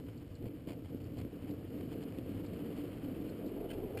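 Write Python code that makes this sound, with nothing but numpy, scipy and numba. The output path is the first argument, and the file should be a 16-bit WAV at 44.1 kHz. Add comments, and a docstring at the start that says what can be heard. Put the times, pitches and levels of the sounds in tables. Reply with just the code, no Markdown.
"""A hollow rumble with knocks: a street luge gathers speed on asphalt, heard from a cased camera on the rider's
helmet. Road grain and bumps shake the board; the wheels hiss on sand, scrunch over grit and flick small stones.
Near the end, as the camera tips down, its case rattles and the wind roars louder and higher. The recorder holds
each sample, which adds a thin sizzle."""
import sys
import numpy as np
from scipy import signal
from scipy.fft import rfft, irfft
from scipy.io import wavfile
from scipy.ndimage import uniform_filter1d
from numba import njit

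SR = 44100
rng = np.random.default_rng(int(sys.argv[2]) if len(sys.argv) > 2 else 0)


def dump(signal):
    """Clip the signal to [-1, 1] and save it as 16-bit WAV at the path in sys.argv[1]."""
    limited = np.clip(np.atleast_2d(signal).T, -1, 1)
    pcm = np.round(limited * 32767).astype(np.int16)
    wavfile.write(sys.argv[1], SR, pcm)


N = 176400  # 4 s

# wind on the case: t/s, level/dB, centre f/Hz
WIND_TRACK = [(0, -67.5, 278), (3.3, -51.5, 315), (3.5, -48.5, 365), (3.72, -44.5, 399), (4, -41.5, 412)]
# rolling: t/s, rumble level/dB, drone level/dB, hiss level/dB
ROLL_TRACK = [(0, -49.5, -48.5, -65.5), (.38, -50.5, -49, -64.5), (.48, -45.5, -57, -67),
              (.56, -52, -53, -64.5), (.72, -43.5, -48.5, -66.5), (.85, -49, -49.5, -64),
              (1.05, -46, -48, -65.5), (1.4, -47, -50, -62.5), (1.85, -43, -48, -61.5),
              (2.05, -43.5, -52.5, -60.5), (2.3, -43, -47, -59.5), (2.75, -42.5, -50.5, -58.5),
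              (3.25, -43, -48.5, -59.5), (3.45, -42.5, -55.5, -59), (3.65, -46.5, -54, -60),
              (4, -48, -50, -60.5)]
# case rattles: t/s, level/dB, decay/s
RATTLE_EVENTS = [(3.7018, -46.5, 0.0043), (3.713, -45, 0.0046), (3.732, -53.5, 0.012),
                 (3.9728, -43, 0.0044), (3.987, -47.5, 0.0075)]
# flicked stones: t/s, level/dB
STONE_EVENTS = [(.173, -68), (.350, -64), (1.040, -68), (1.184, -60.5), (1.506, -64.5), (2.031, -61),
                (2.460, -65), (3.291, -64), (3.302, -74.5), (3.459, -65), (3.476, -68)]
# gritty patches: t/s, length/s, level/dB
GRIT_PATCHES = [(0.082, 0.022, -59), (0.349, .025, -77), (.452, 0.033, -58.5), (0.669, 0.044, -54.5),
                (.715, .025, -56), (0.836, 0.028, -62.5), (1.0, 0.019, -60.5), (1.169, .052, -57),
                (1.468, 0.046, -61), (1.806, 0.0093, -52.5), (1.909, .035, -54.5), (2.005, 0.037, -56.5),
                (2.53, 0.019, -58.5), (2.76, 0.037, -57)]
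# bumps in the path: t/s, knock peak/dB, thud peak/dB, click peak/dB
BUMP_EVENTS = [(0.085, -36.5, -42, -49), (0.425, -34, -37.5, -50), (0.441, -32.5, -38.5, -69),
               (0.466, -35.5, -34.5, -57), (.672, -35, -45, -58), (.946, -29.5, -45, -55),
               (1.249, -32, -48, -47), (1.92, -45, -55, -56), (2.123, -43, -52, -47.5),
               (2.185, -29, -50, -40.5), (2.366, -42, -40, -56), (2.507, -32.5, -38, -60),
               (3.085, -33, -39.5, -62), (3.835, -39, -53, -58)]
# case resonances: f/Hz, width/Hz, relative level/dB
CASE_MODES = [(1650, 160, 0), (2040, 120, 0.5), (2410, 110, 5.5), (2700, 72, 4), (2950, 66, 2.5),
              (3650, 30, -21), (4220, 110, -6), (5050, 55, -30)]
# response of board and camera mount: f/Hz, relative level/dB
BOARD_RESPONSE = [(60, -35), (125, -14), (165, -5), (215, -5), (255, -1.5), (292, 1), (328, -5.5),
                  (390, -11.5), (465, -7.5), (530, -14.5), (610, -23.5), (690, -22.5), (780, -33),
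                  (1100, -42.5), (3000, -79.5)]
# spectra of wind buffet, wheel hiss, grit and road drone: f/Hz, relative level/dB
BUFFET_SPECTRUM = [(12, -17.5), (35, 5), (60, -7), (120, -6.5), (300, -32)]
HISS_SPECTRUM = [(300, 0), (600, 12), (900, 1), (1150, 2.5), (1850, -2), (2400, -0.5), (2780, -1.5),
                 (3020, 2), (3250, -4), (3850, -12.5), (4350, -8), (5000, -12.5), (5600, -19.5)]
GRIT_SPECTRUM = [(40, -12), (120, -3), (300, 4.5), (600, 20), (1100, 5.5), (1550, 3), (1900, 2.5),
                 (2400, 8), (2750, 4), (3020, 9), (3400, 1.5), (3850, -8), (4400, 1.5), (5000, -3),
                 (5600, -11.5)]
DRONE_SPECTRUM = [(18, -24), (40, -10.5), (55, -7.5), (75, -2.5), (95, 2), (122, 1.5), (145, -5.5),
                  (175, -8.5), (300, -45)]

TIME_S = np.arange(N) / SR


def undb(db):
    """Decibels to gain."""
    return 10 ** (np.asarray(db) / 20)


def unit_rms(x):
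    """Scale to rms 1."""
    return x / np.sqrt(np.mean(x ** 2))


def unit_peak(x):
    """Scale to peak 1."""
    return x / np.abs(x).max()


def curve(table, column):
    """Table column, linearly interpolated in time."""
    rows = np.array(table, float)
    return np.interp(TIME_S, rows[:, 0], rows[:, column])


def wander(rate_hz):
    """Ramps between random values, rms 1."""
    hold = max(int(SR / rate_hz), 1)
    steps = np.repeat(rng.standard_normal(N // hold + 1), hold)
    return unit_rms(uniform_filter1d(steps, hold)[:N])


def colour(x, spectrum):
    """Minimum-phase filter: spectral peaks ring after each impact."""
    hz, db = np.array(spectrum, float).T
    log_f = np.log(np.maximum(np.fft.rfftfreq(N, 1 / SR), 1))
    gain = undb(np.interp(log_f, np.log(hz), db))
    cepstrum = irfft(np.log(gain), N)
    cepstrum[1:N // 2] *= 2
    cepstrum[N // 2 + 1:] = 0
    return irfft(rfft(x) * np.exp(rfft(cepstrum)), N)


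def ring(x, hz, width_hz):
    """One resonance, gain 1 at centre."""
    return signal.lfilter(*signal.iirpeak(hz, hz / width_hz, fs=SR), x)


def lowpass(x, hz, order):
    """Butterworth low-pass."""
    return signal.sosfilt(signal.butter(order, hz, "low", fs=SR, output="sos"), x)


@njit
def sweep(x, hz, rel_width):
    """State-variable band-pass with a moving centre."""
    y, band_state, low_state = np.empty(len(x)), 0., 0.
    for i in range(len(x)):
        g = np.tan(np.pi * hz[i] / SR)
        band = (band_state + g * (x[i] - low_state)) / (1 + g * (g + rel_width))
        band_state = 2 * band - band_state
        low_state += 2 * g * band
        y[i] = rel_width * band
    return y


def noise_band(hz, width_hz):
    """Noise through the same resonance twice, rms 1."""
    once = ring(rng.standard_normal(N), hz, width_hz)
    return unit_rms(ring(once, hz, width_hz))


def grains(per_s, spread_db):
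    """Tiny random impacts, mostly weak, a few strong; rms 1."""
    size = undb(spread_db * np.minimum(rng.exponential(size=N), 5))
    hits = rng.random(N) < per_s / SR
    return unit_rms(hits * size * rng.choice([-1, 1], N))


def wind(upper_ratio=1.68, upper_db=-12.5, flutter_db=3.7, buffet_db=-10.5):
    """Eddies roar on the case in two bands that rise together, over deep buffeting."""
    def eddies(hz, rel_width):
        once = sweep(rng.standard_normal(N), hz, rel_width)
        return unit_rms(sweep(once, hz, rel_width))

    centre_hz = curve(WIND_TRACK, column=2)
    roar = eddies(centre_hz, rel_width=0.41)
    roar += undb(upper_db) * eddies(centre_hz * upper_ratio, rel_width=0.27)
    roar *= undb(flutter_db * wander(rate_hz=60))
    roar = unit_rms(lowpass(roar, hz=1210, order=4))
    buffet = colour(rng.standard_normal(N), BUFFET_SPECTRUM)
    buffet = unit_rms(lowpass(buffet, hz=450, order=2))
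    return (roar + undb(buffet_db) * buffet) * undb(curve(WIND_TRACK, column=1))


def stones(rise_s=0.0034):
    """Small stones scratch the frame: thin, bright, very short."""
    envelope = np.zeros(N)
    for start_s, db in STONE_EVENTS:
        age = np.maximum(TIME_S - start_s, 0) / rise_s
        envelope += undb(db) * age * np.exp(1 - age)
    return envelope * noise_band(hz=4350, width_hz=1250)


def case_squeak(at_s=3.705, half_width_s=0.013, level_db=-52.5):
    """The case slips with a tiny squeak as it starts to rattle."""
    envelope = np.exp(-((TIME_S - at_s) / half_width_s) ** 2)
    return undb(level_db) * envelope * noise_band(hz=3015, width_hz=170)


def case_rattle():
    """Bursts of chatter ring the plastic case."""
    def case(x):
        return sum(undb(db) * ring(x, hz, width_hz) for hz, width_hz, db in CASE_MODES)

    envelope = np.zeros(N)
    for start_s, db, decay_s in RATTLE_EVENTS:
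        age_s = TIME_S - start_s
        envelope += undb(db) * (age_s >= 0) * np.exp(-np.abs(age_s) / decay_s)
    chatter = rng.standard_normal(N)
    return case(chatter * envelope) / case(chatter).std()


def wheel_hiss(turn_hz=14, speedup_hz_per_s=1.23, throb_db=0.6, flutter_db=1.2):
    """Fine sand under the wheels, throbbing slightly with each turn."""
    turns = np.cumsum(turn_hz + speedup_hz_per_s * TIME_S) / SR
    ripple_db = throb_db * np.sin(2 * np.pi * turns + wander(rate_hz=5.8))
    ripple_db += flutter_db * wander(rate_hz=70)
    sand = grains(per_s=9000, spread_db=2.5) * undb(ripple_db)
    return unit_rms(colour(sand, HISS_SPECTRUM)) * undb(curve(ROLL_TRACK, column=3))


def grit_scrunch(attack_s=0.0034, release_s=0.011):
    """Wheels cross gritty patches: short bursts of coarser crackle."""
    envelope = np.zeros(N)
    for start_s, length_s, db in GRIT_PATCHES:
        rise = np.clip((TIME_S - start_s) / attack_s, 0, 1)
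        fall = np.clip((start_s + length_s - TIME_S) / release_s + 0.5, 0, 1)
        envelope += undb(db) * rise * fall
    grit = grains(per_s=3900, spread_db=4)
    return envelope * unit_rms(colour(grit, GRIT_SPECTRUM))


def bumps(contact_s=0.00071, knock_decay_s=0.023, thud_hz=116, thud_decay_s=0.011, click_decay_s=0.0017):
    """Each bump clicks the wheel and pushes the board, which knocks and thuds."""
    push = np.sin(np.pi * np.minimum(TIME_S / contact_s, 1))
    knock = unit_peak(colour(push, BOARD_RESPONSE) * np.exp(-TIME_S / knock_decay_s))
    thud = unit_peak(np.sin(2 * np.pi * thud_hz * TIME_S) * np.exp(-TIME_S / thud_decay_s))
    out = np.zeros(N)
    for start_s, knock_db, thud_db, click_db in BUMP_EVENTS:
        noise = colour(rng.standard_normal(N), HISS_SPECTRUM)
        click = unit_peak(noise * np.exp(-TIME_S / click_decay_s))
        bump = undb(knock_db) * knock + undb(thud_db) * thud + undb(click_db) * click
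        onset = int(start_s * SR)
        out[onset:] += bump[:N - onset]
    return out


def road_rumble(grains_per_s=1600, spread_db=2.0, flutter_db=1.58):
    """Asphalt grain drums on the board: hollow rumble over a low drone."""
    board = colour(grains(grains_per_s, spread_db), BOARD_RESPONSE)
    rumble = unit_rms(board * undb(flutter_db * wander(rate_hz=35)))
    drone = unit_rms(colour(grains(grains_per_s, spread_db), DRONE_SPECTRUM))
    return rumble * undb(curve(ROLL_TRACK, column=1)) + drone * undb(curve(ROLL_TRACK, column=2))


def scene():
    """All sources at one microphone on the rider's helmet."""
    rolling = road_rumble() + bumps() + wheel_hiss() + grit_scrunch()
    return (rolling + case_rattle() + case_squeak() + wind() + stones())[None]


def record(dry, input_top_hz=5580, hold_hz=12000, hold_steps=4, output_top_hz=15350):
    """Sample-and-hold mirrors the sound faintly into the treble; a low-pass cuts the top."""
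    band_limited = lowpass(dry, input_top_hz, order=24)
    sampled = signal.resample(band_limited, N * hold_hz // SR, axis=1)
    held = signal.resample(np.repeat(sampled, hold_steps, axis=1), N, axis=1)
    top_cut = signal.ellip(10, 0.2, 70, output_top_hz, fs=SR, output="sos")
    return signal.sosfilt(top_cut, held)


dry = scene()
out = record(dry)
dump(out)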